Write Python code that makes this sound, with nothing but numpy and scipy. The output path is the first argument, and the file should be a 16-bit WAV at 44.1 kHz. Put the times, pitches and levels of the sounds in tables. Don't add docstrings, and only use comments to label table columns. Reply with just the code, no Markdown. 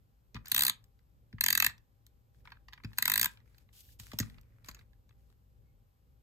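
import sys
import numpy as np
from scipy import signal
from scipy.fft import rfft, irfft
from scipy.io import wavfile
from scipy.ndimage import uniform_filter1d

SR = 44100
rng = np.random.default_rng(int(sys.argv[2]) if len(sys.argv) > 2 else 0)


def attenuation_scalar(level_db):
    decades = np.asarray(level_db, float) / 20
    return 10 ** decades


def wav_out(sig):
    wavfile.write(sys.argv[1], SR, np.round(np.clip(np.atleast_2d(sig).T, -1, 1) * 32767).astype(np.int16))


N = 274610
SIZE = 8192
SILENT_DB = -200

# (t/s, level/dB)
RUMBLE_LEVEL = [(0.0, -65), (1.66, -63), (1.87, -66.5), (4.11, -58.5), (5.67, -64.5), (6.23, -63.5)]
# (f/Hz, level per Hz/dB)
RUMBLE_COLOUR = [(18, -42.5), (32, -7), (55, 3), (90, -5.5), (115, 0), (150, -13.5), (250, -19.5),
                 (330, -26), (550, -25.5), (800, -50.5)]
# (f/Hz, level per Hz/dB)
HISS_COLOUR = [(250, -5), (550, -7.5), (1000, -8), (2200, -16.5), (6000, -19.5), (10500, -19), (13000, -19),
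               (13800, -14), (14500, -19), (15200, -24)]
# (t/s, level/dB, push length/ms)
THUDS = [(.3435, -39.5, 2.73), (0.3578, -40, 4.4), (1.3298, -39.5, 3.6), (2.8388, -35, 3.4),
         (3.992, -48.5, 6.7), (4.1299, -39, 1.33), (4.1972, -28, 2.45), (4.682, -50.5, 0.27)]
# (f/Hz, width before damping/Hz, relative level/dB)
DESK_MODES = [(54.5, 8.9, -7), (107.5, 12, 1), (150, 24, -5.5), (203, 75, -6), (259, 75, -6.5),
              (413, 80, -16.5), (617, 47, -11.5), (800, 110, -23)]
# (t/s, housing level/dB, snap level above housing/dB)
TICKS = [(0.3441, -54.5, -9), (0.3539, -51, -20), (0.3631, -47, -26.5), (0.4566, -58.5, 1.5),
         (0.4701, -57.5, -6), (0.4816, -72.5, 25.5), (.4977, -74.5, 16), (0.8402, -76, 3.5),
         (.99, -76.5, -14), (1.3271, -60.5, -22.5), (1.3829, -54.5, -32.5), (1.6937, -51, -16),
         (1.7792, -72, -3), (2.0651, -77, 13.5), (2.345, -79.5, -20), (2.404, -84, -24),
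         (2.453, -58.5, -25.5), (2.4731, -53, -30), (2.5029, -65, -13), (2.519, -50, -25),
         (2.554, -72, -37), (2.5685, -64.5, -43), (2.6833, -54.5, -22.5), (2.7243, -61, -17),
         (2.7319, -50.5, -14), (2.776, -57.5, -32), (2.8, -63, -40), (2.8356, -56.5, -16),
         (2.8454, -49, -16), (2.916, -67, -35), (2.9311, -60.5, -14), (2.974, -60.5, 1.5),
         (3.3722, -66.5, -11), (3.401, -72.5, -19.5), (3.545, -73, -14.5), (3.5812, -73.5, 5),
         (3.689, -71.5, -24), (3.888, -70, -21), (3.9973, -57.5, 4), (4.116, -52.5, -11),
         (4.1323, -53, -11.5), (4.1867, -46, 13.5), (4.1995, -40, -0.5), (4.2267, -51.5, -16),
         (4.298, -65, -7), (4.343, -70.5, -17.5), (4.3821, -63.5, -22.5), (4.4116, -85, 15.5),
         (4.431, -78, -21), (4.6445, -68.5, 1.5), (4.6597, -75.5, 9.5), (4.6855, -48, -4), (4.712, -63, 0),
         (4.746, -59.5, -3), (4.767, -66, -21), (4.7902, -65.5, -10), (4.81, -68, -24.5),
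         (4.931, -74.5, -20), (5.0912, -75, -8), (5.1067, -72, -31.5), (5.126, -82, -31), (5.3, -80, -7.5)]
# (f/Hz, width before damping/Hz, relative level/dB)
HOUSING_MODES = [(950, 137, -11), (1252, 120, -8.5), (1644, 120, -1), (1957, 210, -1), (2605, 150, -1.5)]
# (f/Hz, width before damping/Hz, relative level/dB)
SHELL_MODES = [(3130, 1500, -10), (4010, 780, -2.5), (4802, 180, -4.5), (5900, 450, -11.5), (6810, 310, -5),
               (7980, 600, -2.5), (8600, 1500, -18.5)]
# (f/Hz, width before damping/Hz, relative level/dB)
SNAP_MODES = [(9450, 2500, -8.5), (12360, 800, -1.5), (13660, 230, 4), (14750, 730, -1.5), (15600, 660, -7)]
# (f/Hz, t/s)
ROOM_FADE = [(150, 0.48), (2000, 0.19), (8000, 0.14), (15000, 0.062)]
# (t/s, length/s, hiss level at start/dB, hiss level at end/dB, dull rustle level/dB)
SLIDES = [(0.449, 0.078, -74, -55, -62.5), (2.34, 0.071, -83.5, -81, -88.5), (2.45, 0.074, -75, -88, -68.5),
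          (2.85, 0.19, -86, -63, -77), (3.312, 0.11, -62.5, -95, -77.5), (3.457, 0.17, -81, -78, -79.5),
          (3.731, 0.079, -63.5, -56.5, -77.5), (3.836, 0.097, -69, -63.5, -84),
          (3.994, 0.28, -56, -77, -71.5), (4.195, 0.2, -60.5, -82, -71.5), (4.431, 0.2, -90, -89, -80.5),
          (4.646, 0.055, -68, -63, -66), (4.735, 0.083, -83, -76, -70.5), (5.18, 0.15, -85, -86, -91)]
# (f/Hz, level per Hz/dB)
SLIDE_COLOUR = [(1500, -24.5), (2800, -3), (4500, -2.5), (8000, -3), (11000, -1), (13500, -9), (16000, -5)]
# (f/Hz, level per Hz/dB)
RUSTLE_COLOUR = [(200, -21.5), (500, -5.5), (1500, 4), (2400, 2), (4000, -27.5)]
# (t/s, ..)
TEETH = [
    [.516, .5445, .5619, .5778, .5909, .6063, .62, .6334, .6492, .6651, .6795, .6951],
    [1.408, 1.4376, 1.4611, 1.4831, 1.5029, 1.5261, 1.55, 1.5743, 1.5996, 1.6226, 1.6442, 1.6632],
    [2.9831, 3.0234, 3.0543, 3.0775, 3.0973, 3.1164, 3.1369, 3.1565, 3.1761, 3.1943, 3.2121, 3.2283, 3.2434,
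     3.2564],
]
# (snap level/dB, shell level/dB, housing level/dB, snap drift/dB per s, housing drift/dB per s)
STROKES = [(-26.5, -29.5, -39, -8, 6.5), (-27.5, -29, -34, 4.5, 25), (-28, -31, -31.5, -2.5, -14.5)]
# (housing tilt/dB per octave, shell tilt/dB per octave)
GRIPS = [(-2.5, -3), (3.5, -0.3), (3.5, -0.5)]
# (f/Hz, level per Hz/dB)
AIRY_COLOUR = [(9000, -20), (11000, -9), (13500, 9), (15500, -4)]
# (f/Hz, left minus right/dB)
PORT_BALANCE = [(100, 2.5), (400, -0.5), (750, -0.5), (1300, -1.5), (1800, -2.5), (2900, 3.5), (3800, -1.5),
                (5100, 4.5), (6800, -4), (9000, 0.5)]


def colour(points, hz):
    f, db = np.transpose(points)
    return attenuation_scalar(np.interp(np.log(hz + 1), np.log(f), db, left=SILENT_DB, right=SILENT_DB))


def noise(points, alike):
    mid, side = rng.standard_normal((2, N))
    both = np.sqrt(alike) * mid + np.sqrt(1 - alike) * side * np.array([[1], [-1]])
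    out = irfft(rfft(both) * colour(points, np.fft.rfftfreq(N, 1 / SR)), N)
    return out / out.std()


def curve(rows, column):
    rows = np.array(rows)
    return np.interp(np.arange(N) / SR, rows[:, 0], rows[:, column], left=SILENT_DB, right=SILENT_DB)


def ring(force, modes, db, damping=0.94, tilt_db=0., spread=1):
    blow_s = .009
    pitch_scatter, scatter_db = .012, 2.5
    side_db, side_rad = 2, .55
    hz = np.fft.rfftfreq(SIZE, 1 / SR) + 1
    f, width, gain_db = np.transpose(modes)[:, :, None]
    chance = spread * rng.standard_normal((6, len(modes), 1))
    f = f * (1 + pitch_scatter * chance[0])
    gain_db = gain_db + tilt_db * np.log2(f / f[0]) + scatter_db * chance[1]
    direction = (-1) ** np.arange(len(modes))[:, None]
    shape = direction / (1 + 1j * (hz ** 2 - f ** 2) / (hz * width * damping))
    low, high = 1j * hz / (0.91 * f[0]), 1j * hz / (2.1 * f[-1])
    edges = low ** 2 / (1 + 1.1 * low + low ** 2) / (1 + 3.0 * high + high ** 2)
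    turn = side_rad * chance[4:]
    phase = np.cos(turn) + 1j * hz / f * np.sin(turn)
    sides = np.sum(shape * attenuation_scalar(gain_db + side_db * chance[2:4]) * phase, axis=1)
    out = irfft(rfft(force, SIZE) * edges * sides, SIZE)
    return out * attenuation_scalar(db) / np.sqrt(np.sum(out ** 2) / (2 * blow_s * SR))


def scrape(rise_ms, fall_ms, late_ms=0.):
    t_ms = np.maximum(np.arange(SIZE // 4) / SR * 1000 - late_ms, 0)
    return rng.standard_normal(len(t_ms)) * (1 - np.exp(-t_ms / rise_ms)) * np.exp(-t_ms / fall_ms)


def add(out, s, sound):
    i = int(s * SR)
    out[:, i:i + sound.shape[1]] += sound[:, :N - i]


def background():
    whine_hz, whine_db, hiss_db = 797, -93, -80.5
    wander_db = 2.5
    whine = noise([(whine_hz - 25, -20), (whine_hz, 0), (whine_hz + 25, -20)], 1.0)
    steps = rng.standard_normal(N // 5000 + 1).repeat(5000)[:N]
    wander = wander_db * uniform_filter1d(steps, size=5000)
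    rumble = noise(RUMBLE_COLOUR, 0.87) * attenuation_scalar(curve(RUMBLE_LEVEL, column=1) + wander)
    return rumble + whine * attenuation_scalar(whine_db) + noise(HISS_COLOUR, 0.29) * attenuation_scalar(hiss_db)


def knock(force, db):
    bending_rad = .65
    hz = np.fft.rfftfreq(SIZE, 1 / SR)
    late = irfft(rfft(force, SIZE) * np.exp(-1j * bending_rad * np.sqrt(hz)), SIZE)
    return ring(late, DESK_MODES, 0, spread=.25) * attenuation_scalar(db)


def thuds():
    out = np.zeros((2, N))
    t_ms = np.arange(SIZE // 8) / SR * 1000
    for s, db, push_ms in THUDS:
        push = np.sin(np.pi * np.minimum(t_ms / push_ms, 1)) ** 2
        add(out, s, knock(push, db))
    return out


def ticks():
    damping = 1.7
    shell_share, shell_offset_db = 0.47, 6
    contact_ms, contact_ms_per_db, contact_ref_db = 3.4, 0.07, -60
    soft_hz, soft_per_db = 9050, 0.27
    housing_tilt_db, housing_tilt_share = -4, .08
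    out = np.zeros((2, N))
    for s, db, snap_db in TICKS:
        shell_db = shell_share * snap_db + shell_offset_db
        touch = scrape(.6, max(contact_ms + contact_ms_per_db * (db - contact_ref_db), 1))
        cut_hz = np.clip(soft_hz * attenuation_scalar(soft_per_db * snap_db), 1500, 18000)
        soft = signal.sosfilt(signal.butter(3, cut_hz, fs=SR, output="sos"), touch)
        housing_tilt = housing_tilt_db + housing_tilt_share * snap_db
        shell_tilt = .7 * min(snap_db - shell_db, 0)
        add(out, s, ring(soft, HOUSING_MODES, db, damping, tilt_db=housing_tilt))
        add(out, s, ring(soft, SHELL_MODES, db + shell_db, damping, tilt_db=shell_tilt))
        add(out, s, ring(touch, SNAP_MODES, db + snap_db, damping))
    return out


def room(x):
    room_db = -16
    t = np.arange(int(.45 * SR)) / SR
    white = rfft(rng.standard_normal((2, len(t))))
    hz = np.fft.rfftfreq(len(t), 1 / SR) + 1
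    f, t60 = np.transpose(ROOM_FADE)
    tail = 0
    for centre in 125 * 2. ** np.arange(8):
        band = np.maximum(1 - np.abs(np.log2(hz / centre)), 0)
        fade_s = np.interp(np.log(centre), np.log(f), t60)
        tail = tail + irfft(white * band, len(t)) * attenuation_scalar(-60 * t / fade_s)
    tail = tail * np.clip((t - .003) / 0.0027, 0, 1)
    tail = tail / np.sqrt(np.sum(tail ** 2) / 2)
    return signal.fftconvolve(x, tail, axes=1)[:, :N] * attenuation_scalar(room_db)


def slides():
    attack_s, release_s = 0.0091, 0.012
    hiss_grit_db, rustle_grit_db = 2.2, 3.5
    grains = rng.exponential(size=N // 60 + 1).repeat(60)[:N]
    bright = noise(SLIDE_COLOUR, 0.45) * uniform_filter1d(attenuation_scalar(hiss_grit_db * grains), 80)
    dull = noise(RUSTLE_COLOUR, .5) * uniform_filter1d(attenuation_scalar(rustle_grit_db * grains), 80)
    t, level, heavy = np.arange(N) / SR, 0, 0
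    for s, length, start_db, end_db, dull_db in SLIDES:
        onset = np.clip((t - s) / attack_s + 1, 0, 1) ** 2
        contact = onset * np.exp(-np.maximum(t - s - length, 0) / release_s)
        level = level + contact * attenuation_scalar(np.interp(t, [s, s + length], [start_db, end_db]))
        heavy = heavy + contact * attenuation_scalar(dull_db)
    return bright / bright.std() * level + dull / dull.std() * heavy


def ratchet():
    alike, spread = .5, .55
    scatter_db = 1.2
    jolt_db = -23
    out = np.zeros((2, N))
    for teeth, stroke, (housing_tilt, shell_tilt) in zip(TEETH, STROKES, GRIPS):
        snap_db, shell_db, housing_db, snap_drift, housing_drift = stroke
        shared = scrape(0.99, 2.3)
        release = scrape(0.13, 0.36, .6)
        for s in teeth:
            since = s - teeth[0]
            luck = scatter_db * rng.standard_normal(3)
            tooth_snap_db = snap_db + snap_drift * since + luck[0]
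            tooth_housing_db = housing_db + housing_drift * since + luck[2]
            skid = np.sqrt(alike) * shared + np.sqrt(1 - alike) * scrape(1.0, 1.4)
            landing = scrape(.6, 1.5, 1.5)
            snap_force = skid + 1.5 * release + 0.072 * landing
            shell_force = skid + 1.8 * landing
            housing_force = scrape(.6, 1.0, 2.0) + 0.6 * skid
            add(out, s, ring(snap_force, SNAP_MODES, tooth_snap_db, spread=spread))
            add(out, s, ring(shell_force, SHELL_MODES, shell_db + luck[1], tilt_db=shell_tilt, spread=spread))
            add(out, s, ring(housing_force, HOUSING_MODES, tooth_housing_db, tilt_db=housing_tilt, spread=spread))
            jolt = np.hanning(60) * (1 + rng.standard_normal(60))
            add(out, s, knock(jolt, tooth_snap_db + jolt_db))
    return out


def swell(points, s, length, db):
    part = np.clip((np.arange(N) / SR - s) / length, 0, 1)
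    return noise(points, .8) * np.sqrt(np.abs(np.sin(np.pi * part))) * attenuation_scalar(db)


def airy_swell():
    return swell(AIRY_COLOUR, s=3.73, length=0.24, db=-69.5)


def squeak():
    hz = 2200
    return swell([(hz - 150, -20), (hz, 0), (hz + 150, -20)], s=5.64, length=0.11, db=-88)


def scene():
    near = thuds() + ticks() + slides() + ratchet() + airy_swell() + squeak()
    return near + room(near) + background()


def low_pass(x):
    return signal.sosfilt(signal.butter(12, 16960, fs=SR, output="sos"), x)


def record(dry):
    lag_ms, lag_from_hz, shared_hz = 0.1542, 2000, 6800
    hz = np.fft.rfftfreq(N, 1 / SR) + 1
    both, sign = rfft(dry), np.array([[1], [-1]])
    both[1] += (both[0] - both[1]) / (1 + (shared_hz / hz) ** 6)
    f, db = np.transpose(PORT_BALANCE)
    balance_db = np.interp(np.log(hz), np.log(f), db)
    turn = 2 * np.pi * hz * lag_ms / 1000 / (1 + (lag_from_hz / hz) ** 8)
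    both = both * np.exp(-.5j * turn * sign) * attenuation_scalar(sign * balance_db / 2)
    mix = irfft(both, N)
    return low_pass(mix)


dry = scene()
out = record(dry)
wav_out(out)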